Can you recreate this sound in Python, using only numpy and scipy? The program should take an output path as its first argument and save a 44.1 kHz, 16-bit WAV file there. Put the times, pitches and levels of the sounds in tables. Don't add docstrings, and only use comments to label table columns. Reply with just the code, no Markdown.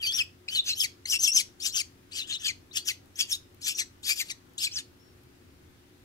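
import sys
import numpy as np
from scipy import signal
from scipy.fft import rfft, irfft
from scipy.io import wavfile
from scipy.ndimage import uniform_filter1d, map_coordinates

SR = 44100
rng = np.random.default_rng(int(sys.argv[2]) if len(sys.argv) > 2 else 0)


def unload_wav(signal):
    wavfile.write(
        sys.argv[1],
        SR,
        np.round(np.clip(np.atleast_2d(signal).T, -1, 1) * 32767).astype(np.int16),
    )


N = 266364

# freq_hz, relative_db
AIR_SPECTRUM = [(25, -13.5), (53, -20), (72, -1.5), (125, -3.5), (165, -17.5), (270, -6), (360, -11),
                (585, -20), (1000, -21.5), (1540, -21.5), (5630, -29), (8000, -32.5), (15700, -34.5)]
# freq_hz, correlation
AIR_CORRELATION = [(60, 1), (240, 0.7), (950, -0.21), (3770, -0.07), (15000, -0.025)]
# freq_hz, left_over_right_db
AIR_BALANCE = [(60, -1.5), (150, 1.9), (350, 3), (3000, 3), (15000, -2)]
MOTOR_ORDERS = [-67, -74.5, -73.5, -68.5]
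# start_s, length_s, first_hz, middle_hz, last_hz, middle_db, swell_db, second_harmonic_db
GLIDES = [ (.0, 0.025, 3340, 3130, 2900, -39, 10, -35), (0.025, 0.043, 2860, 2518, 2220, -34, -7, -26),
          (0.024, 0.022, 4500, 4720, 4740, -31, 10, -24), (0.037, 0.061, 4840, 4570, 4360, -31.5, -4, -17),
          (0.063, 0.063, 2943, 3260, 3490, -27.5, -6, -34), (0.068, 0.033, 5480, 5750, 6300, -39, -1, -7),
          (0.119, .082, 4190, 5840, 4300, -28, 2, -16), (0.184, 0.025, 3563, 3150, 2470, -21.5, 6, -15),
          (0.206, .022, 2560, 2580, 2280, -25, -13, -5), (0.48, 0.0094, 2400, 2486, 2750, -30, 22, -8.5),
          (0.485, 0.022, 3640, 4520, 4570, -33.5, -1, -15), (0.504, 0.091, 2857, 3100, 2780, -34, 11, -30),
          (0.548, .05, 4460, 3980, 3380, -26.5, -1, -29), (0.589, 0.022, 3460, 3720, 4260, -22, -16, -26),
          (0.654, 0.043, 6270, 6200, 6380, -35.5, 14, -40), (0.661, 0.037, 4720, 3900, 3500, -36, -2, -15),
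          (0.682, 0.041, 4910, 4370, 3990, -28, 0, -27), (0.723, 0.023, 3970, 4060, 4430, -31, -2, -30),
          (0.692, 0.048, 2677, 2630, 3000, -37, -15, -4.5),
          (0.762, 0.059, 2950, 3220, 3387, -36.5, 10, -12.5), (0.747, 0.046, 5300, 5900, 6700, -41, 6, -16),
          (0.798, .023, 5490, 5170, 4750, -23.5, -9, -16),
          (0.806, 0.029, 3520, 3276, 2765, -25.5, -4, -14.5), (0.832, 0.033, 2865, 2233, 1830, -31, -19, 3),
          (1.054, .009, 1960, 2095, 2100, -34, -1, 1), (1.063, 0.044, 4260, 4780, 5800, -40, 24, -9),
          (1.097, 0.04, 5800, 5330, 4700, -29, -16, -18.5),
          (1.12, 0.06, 3105, 2700, 2890, -27.5, -7.5, -2.5),
          (1.188, 0.047, 5220, 6200, 6040, -27.5, 2, -11.5), (1.232, .032, 6230, 5810, 5230, -19.5, -5, -6),
          (1.248, 0.031, 3790, 3420, 3140, -28, 9.5, -3),
          (1.275, 0.037, 2797, 2650, 2890, -26.5, -12.5, 2.5),
          (1.316, .035, 5530, 5950, 6640, -27.5, -15.5, -25),
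          (1.344, 0.038, 6350, 6050, 5300, -18.5, 8, -27), (1.374, .046, 3730, 2520, 2077, -30, -14.5, 2),
          (1.599, 0.051, 4200, 5370, 6200, -36.5, 7, -4), (1.645, .04, 6110, 5000, 4290, -30.5, -1, -40),
          (1.692, 0.048, 4380, 4240, 4450, -47, -22, -28), (1.706, 0.072, 4550, 5900, 6300, -36, 23, -10),
          (1.752, .035, 6320, 5400, 4290, -28, 7, -10), (1.776, 0.045, 3297, 2700, 1983, -32.5, -2, 5.5),
          (2.116, 0.034, 3600, 4750, 4880, -42, 5, -4), (2.146, 0.056, 4800, 4500, 4560, -40.5, -3, -7),
          (2.15, 0.12, 3460, 2720, 3430, -42, -5, -35), (2.183, 0.046, 4620, 3930, 3460, -33.5, -1, -26),
          (2.221, 0.018, 3490, 3660, 4120, -38, -6, -21), (2.305, 0.024, 3730, 3700, 3630, -33.5, 5, -31),
          (2.324, 0.042, 4420, 3940, 3470, -30.5, -4, -14), (2.365, 0.016, 3600, 3750, 4250, -37, -21, -14),
          (2.372, 0.054, 4120, 5850, 6250, -48.5, 11, -8), (2.445, 0.045, 4990, 4520, 4330, -30.5, 1, -15),
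          (2.475, 0.015, 3270, 2980, 2420, -30, 3, -6), (2.483, 0.035, 2616, 2224, 1910, -31.5, -14, -0.5),
          (2.71, 0.035, 3510, 4300, 5100, -51, -14, -30),
          (2.728, 0.026, 5330, 6400, 6950, -49.5, -4.5, -27), (2.755, .042, 5710, 4590, 4270, -35, -7, -6),
          (2.767, 0.033, 3414, 3290, 3160, -36, -20, -52), (2.795, 0.064, 4370, 4560, 5450, -49, -15, -10),
          (2.871, 0.027, 6110, 5080, 4300, -29, -12, -6),
          (2.881, 0.041, 3362, 2430, 1940, -31.5, -10, -2.5), (2.892, 0.025, 4460, 4440, 3950, -37, 2, -2),
          (3.155, 0.024, 5200, 6400, 6580, -46.5, -13, 0), (3.189, 0.027, 5940, 5380, 4420, -24, 1, -4),
          (3.22, 0.022, 4615, 4630, 4630, -33.5, -15, -9), (3.232, 0.035, 2810, 2830, 2750, -47, -15, -27),
          (3.277, 0.023, 6600, 7170, 7620, -51, 14.5, -27), (3.297, 0.035, 6250, 5780, 5020, -31, 25, 5.5),
          (3.318, 0.0388, 3395, 3680, 3830, -29, -1, -16), (3.616, 0.048, 4130, 5780, 5810, -36.5, 18, 2),
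          (3.678, 0.057, 2590, 2580, 2710, -38.5, -7, -0.5),
          (3.746, 0.023, 5930, 5760, 6300, -36.5, 1, -24.5), (3.767, 0.037, 4300, 3870, 2870, -46, 3, -14),
          (3.784, 0.055, 2816, 2130, 1990, -37.5, -19, 1.5), (4.03, 0.033, 3150, 4410, 4840, -38.5, 11, -1),
          (4.044, 0.042, 5000, 5040, 4060, -37.5, 8, -0.5),
          (4.089, 0.046, 2453, 2392, 2505, -28, 0.5, -0.5),
          (4.172, 0.026, 5370, 4915, 4440, -36.5, -1, -24), (4.182, 0.024, 3720, 3240, 2550, -39, 16, -9),
          (4.198, 0.036, 2510, 2164, 1770, -34.5, -18, 2), (4.284, 0.012, 4750, 4140, 3180, -43, 3, -16),
          (4.298, 0.029, 2720, 2070, 1910, -37.5, -14.5, 3), (4.578, 0.018, 2980, 3870, 4230, -35, 5, 4),
          (4.591, 0.045, 4200, 5050, 5190, -33.5, 4, -10), (4.624, 0.041, 5160, 4570, 3860, -32, 14, -2.5),
          (4.664, 0.017, 2920, 2500, 2350, -30.5, 4, -6.5),
          (4.711, 0.029, 3980, 5170, 6350, -40.5, 4, -32.5),
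          (4.737, 0.045, 6280, 5960, 5600, -38.5, -7, -32.5),
          (4.757, 0.046, 5650, 4460, 3580, -34, -15, -33),
          (4.995, .15, 5390, 5470, 5360, -69.5, -11, -28.5), ]
# freq_hz, gain_db
BEAK_LIFT = [(4000, 0), (6500, 2), (8500, -1), (11000, -9), (14000, -16)]
# start_s, build_s, hold_s, peak_db, start_re_peak_db, cut_re_peak_db, low_gain_db, high_gain_db
SQUEALS = [ (0.016, 0.055, 0.032, -34.5, -13.5, -16, 9, 3.5),
           (0.109, .077, 0.052, -34, -10, -23, 11.5, 3.5), (0.485, 0.075, 0.028, -31, -21, -9.5, 9.5, 0.5),
           (0.641, 0.048, .05, -31, -20, -14.5, 8.5, -0.5), (0.757, 0.051, 0.037, -28, -19, -1, -4, 2.5),
           (1.064, 0.055, 0.041, -25, -16.5, -4.5, 0, 0),
           (1.19, 0.048, 0.05, -23, -17.5, -10.5, -2.5, -0.5),
           (1.319, 0.048, .043, -19.5, -23, -6, -4, -3.5), (1.601, 0.062, 0.038, -21, -24, -17, 1, -4),
           (1.723, 0.042, 0.043, -24.5, -24.5, -7, 2, -1),
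           (2.115, 0.066, 0.062, -27.5, -22, -24.5, 4.5, -7.5),
           (2.275, 0.024, 0.057, -37.5, -5.5, 0, 9.5, -10.5),
           (2.399, 0.067, 0.033, -27.5, -22.5, -9.5, 8, -5),
           (2.733, 0.038, 0.032, -23, -27.5, -20.5, 5, -2),
           (2.853, 0.033, 0.057, -23, -22, -31.5, 5.5, 0.5),
           (3.155, 0.05, 0.055, -22.5, -34, -32.5, 5, -1.5), (3.272, 0.039, .045, -31.5, -20, -2.5, 0, -3),
           (3.613, .068, 0.063, -21, -26.5, -26.5, 1.5, -4),
           (3.751, 0.046, 0.04, -20.5, -26, -27, -3, -6.5), (4.033, 0.061, 0.048, -21, -24, -17, 3, -1),
           (4.16, 0.054, 0.022, -29.5, -7, -21, 3, 0.5), (4.239, 0.076, 0.0096, -36.5, -19, -25, 3.5, -3),
           (4.584, .061, 0.043, -23, -16, -28, 1.5, -4.5), (4.714, 0.076, 0.036, -30.5, -17.5, -28, 5, -9),
           ]
# freq_hz, relative_db
THROAT = [(900, -42.5), (1300, -24.5), (1740, -15.5), (2150, -18.5), (2500, -7), (3350, -2.5), (4300, -7.5),
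          (5300, -3), (6500, 0.5), (8000, -4), (9500, -9.5), (11500, -4), (13000, -9), (15700, -17.5)]
# start_s, level_db
BEAK_TICKS = [(0.241, -42), (3.0583, -50.5), (3.546, -46), (4.495, -54.5), (4.535, -48.5), (4.845, -60.5),
              (5.0494, -60.5), (5.2355, -51)]
# freq_hz, t60_s
KITCHEN_DECAY = [(1500, 0.18), (4000, .25), (10000, 0.2)]
# freq_hz, gain_db
RIGHT_SHADE = [(1300, -5), (2400, -6.8), (4400, -4), (6500, -5.5), (8100, -11), (15000, -15)]
# time_s, left_over_right_db
HEAD_TURNS = [(.1, -1), (.7, -2), (1.25, 1), (1.7, 2), (2.3, 1.5), (2.8, .5), (3.3, -1), (3.7, .2),
              (4.2, .7), (4.7, -1)]


def gain_of(db):
    return 10 ** (np.asarray(db) / 20)


def unit_rms(x):
    return x / np.sqrt(np.mean(abs(x) ** 2) + 1e-20)


def curve_at(points, hz):
    freq_hz, value = np.transpose(points)
    return np.interp(np.log(hz + 1), np.log(freq_hz + 1), value)


def add(mix, start_s, sound):
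    part = mix[round(start_s * SR):][:len(sound)]
    part += sound[:len(part)]


def colour(x, points):
    hz = np.fft.rfftfreq(len(x), 1 / SR)
    return irfft(rfft(x) * gain_of(curve_at(points, hz)), len(x))


def wander(count, cutoff_hz):
    noise = rng.standard_normal(count + 800)
    return unit_rms(signal.lfilter(*signal.butter(2, cutoff_hz, fs=SR), noise)[800:])


def room_air(level_db=-57.5):
    frames, hz = N // 512 + 5, np.fft.rfftfreq(2048, 1 / SR)
    left_re, left_im, own_re, own_im, patches = rng.standard_normal((frames, 1025, 5)).T
    patch_db = unit_rms(uniform_filter1d(uniform_filter1d(patches, 20, 0), 8, 1))
    shared = np.clip(curve_at(AIR_CORRELATION, hz), -1, 1)[:, None]
    left = left_re + 1j * left_im
    right = shared * left + np.sqrt(1 - shared ** 2) * (own_re + 1j * own_im)
    side_db = np.array([.5, -.5])[:, None, None] * curve_at(AIR_BALANCE, hz)[:, None]
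    spectra = np.array([left, right]) * gain_of(curve_at(AIR_SPECTRUM, hz)[:, None] + side_db + patch_db)
    return gain_of(level_db) * unit_rms(signal.istft(spectra, nperseg=2048, noverlap=1536)[1][:, :N])


def motor_hum(motor_hz=90.4):
    cycles = np.cumsum(motor_hz * (1 + .004 * wander(N, .96))) / SR
    out = np.zeros((2, N))
    for k, level_db in enumerate(MOTOR_ORDERS):
        sway_db = 3 * wander(N, 8)
        tone = np.sqrt(2) * np.sin(2 * np.pi * ((k + 1) * cycles + rng.random()))
        out += tone * gain_of(level_db + sway_db) * gain_of([[.39 * k], [-.7 * k]])
    return out


def whistle(glide, rasp_gain, jitter=.008, ragged=.016, shimmer=.2, ends_db=-4, thin_db_per_oct=12):
    start_s, length_s, first_hz, middle_hz, last_hz, middle_db, swell_db, second_harmonic_db = glide
    count = round(length_s * SR)
    pos = np.linspace(-.5, .5, count)
    pitch_hz = middle_hz + (last_hz - first_hz) * pos + 2 * (first_hz + last_hz - 2 * middle_hz) * pos**2
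    gain = gain_of(middle_db + swell_db * pos + ends_db * (2 * pos) ** 2)
    chaos = np.minimum(rasp_gain[round(start_s * SR):][:count] / gain, 1.5)
    cycles = np.cumsum(pitch_hz * (1 + (jitter + ragged * chaos) * wander(count, 420))) / SR
    rich_db = second_harmonic_db - thin_db_per_oct * np.log2(pitch_hz / pitch_hz.min())
    tone = np.sin(2 * np.pi * cycles)
    for k in range(2, 6):
        harmonic_db = rich_db + (k - 2) * (.49 * rich_db - 3.5) + curve_at(BEAK_LIFT, k * pitch_hz)
        tone += gain_of(harmonic_db) * (k * pitch_hz < 16000) * np.sin(2 * np.pi * k * cycles + k)
    swing = 1 + shimmer * (1 + chaos) * wander(count, 279)
    fade = signal.windows.tukey(count, min(1, 250 / count))
    return start_s, np.sqrt(2) * gain * swing * fade * tone


def effort(start_s, build_s, hold_s, peak_db, start_re_peak_db, cut_re_peak_db):
    attack_db_per_s, release_db_per_s, edge_s = 2399.5, 1151, .03
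    first_s = max(start_s - edge_s, 0)
    peak_s = start_s + build_s
    t = np.arange(first_s, peak_s + hold_s + edge_s, 1 / SR) - peak_s
    attack_db = -attack_db_per_s * np.maximum(-t - build_s, 0)
    build_db = start_re_peak_db * np.clip(-t / build_s, 0, 1) ** .87
    sag_db = cut_re_peak_db * np.clip(t / hold_s, 0, 1) ** 1.07
    release_db = -release_db_per_s * np.maximum(t - hold_s, 0)
    return first_s, peak_db + attack_db + build_db + sag_db + release_db


def patchy_resonances(x, depth_db):
    spectra = signal.stft(x, nperseg=256, noverlap=192)[2]
    patches = uniform_filter1d(uniform_filter1d(rng.standard_normal(spectra.shape), 4, 0), 16, 1)
    spectra *= gain_of(depth_db * unit_rms(patches))
    return signal.istft(spectra, nperseg=256, noverlap=192)[1][:len(x)]


def rasp(level_db, low_gain_db, high_gain_db, flutter_db=1.6, tilt_db_per_db=.05):
    count = len(level_db)
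    flaps = rng.standard_normal(count) * gain_of(flutter_db * wander(count, 900))
    voice = unit_rms(colour(patchy_resonances(flaps, depth_db=3.8), THROAT))
    low = colour(voice, [(3600, 0), (4400, -60)])
    high = colour(voice, [(8500, -60), (9500, 0)])
    tilt_db = tilt_db_per_db * np.minimum(level_db.max() - level_db, 30)
    voice += (gain_of(low_gain_db + tilt_db) - 1) * low
    voice += (gain_of(high_gain_db - tilt_db) - 1) * high
    return gain_of(level_db) * voice * signal.windows.tukey(count, .05)


def beak_tick(level_db, decay_s=.0012):
    t = np.arange(100) / SR
    return gain_of(level_db) * np.diff(rng.standard_normal(101)) * np.exp(-t / decay_s)


def nestling():
    out, rasp_gain = np.zeros(N), np.zeros(N)
    for *envelope, low_gain_db, high_gain_db in SQUEALS:
        start_s, level_db = effort(*envelope)
        add(rasp_gain, start_s, gain_of(level_db))
        add(out, start_s, rasp(level_db, low_gain_db, high_gain_db))
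    for glide in GLIDES:
        add(out, *whistle(glide, rasp_gain))
    for start_s, level_db in BEAK_TICKS:
        add(out, start_s, beak_tick(level_db))
    return out


def counter_echoes(bird, delay_s=.0004, decay_s=.004, burst_gap_s=.08):
    t, out = np.arange(600) / SR, np.zeros((2, N))
    starts_s, builds_s, holds_s = np.transpose(SQUEALS)[:3]
    pauses_s = starts_s[1:] - (starts_s + builds_s + holds_s)[:-1]
    shifts_s = np.r_[0, starts_s[1:][pauses_s > burst_gap_s] - burst_gap_s / 2, N / SR]
    for start_s, end_s in zip(shifts_s, shifts_s[1:]):
        burst = bird[round(start_s * SR):round(end_s * SR)]
        responses = rng.standard_normal((2, len(t))) * (t > delay_s) * np.exp(-t / decay_s)
        for port, response in zip(out, responses):
            add(port, start_s, signal.oaconvolve(burst, response / np.linalg.norm(response)))
    return out


def kitchen_reverb(bird):
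    taps = np.zeros((2, SR // 2))
    slots = np.arange(100, SR // 2 - 20, 20)
    arrivals = slots + rng.integers(0, 20, (2, len(slots)))
    np.put_along_axis(taps, arrivals, rng.choice([-1., 1.], arrivals.shape), 1)
    hz, t, spectra = signal.stft(taps, SR, nperseg=256)
    decay = gain_of(-60 * t / curve_at(KITCHEN_DECAY, hz)[:, None])
    tail = signal.istft(spectra * decay, SR, nperseg=256)[1]
    return signal.fftconvolve(bird[None], tail / np.linalg.norm(tail[0]), axes=1)[:, :N]


def scene():
    bird, n = nestling(), np.arange(N)
    turn_db = np.interp(n / SR, *np.transpose(HEAD_TURNS))
    lag_samples = 7.8 + .35 * turn_db + .95 * wander(N, 8)
    ports = np.array([bird, map_coordinates(bird, [n - lag_samples], order=5)])
    ports += gain_of([[-15], [-8]]) * counter_echoes(bird)
    ports += gain_of([[-17], [-12]]) * kitchen_reverb(bird)
    ports[1] = colour(ports[1], RIGHT_SHADE) / gain_of(turn_db)
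    return ports + room_air() + motor_hum()


def record(dry):
    cutoff_hz = 15770
    lowpass = signal.firwin(511, cutoff_hz, window=("kaiser", 9), fs=SR)
    return signal.oaconvolve(dry, lowpass[None], "same")


dry = scene()
out = record(dry)
unload_wav(out)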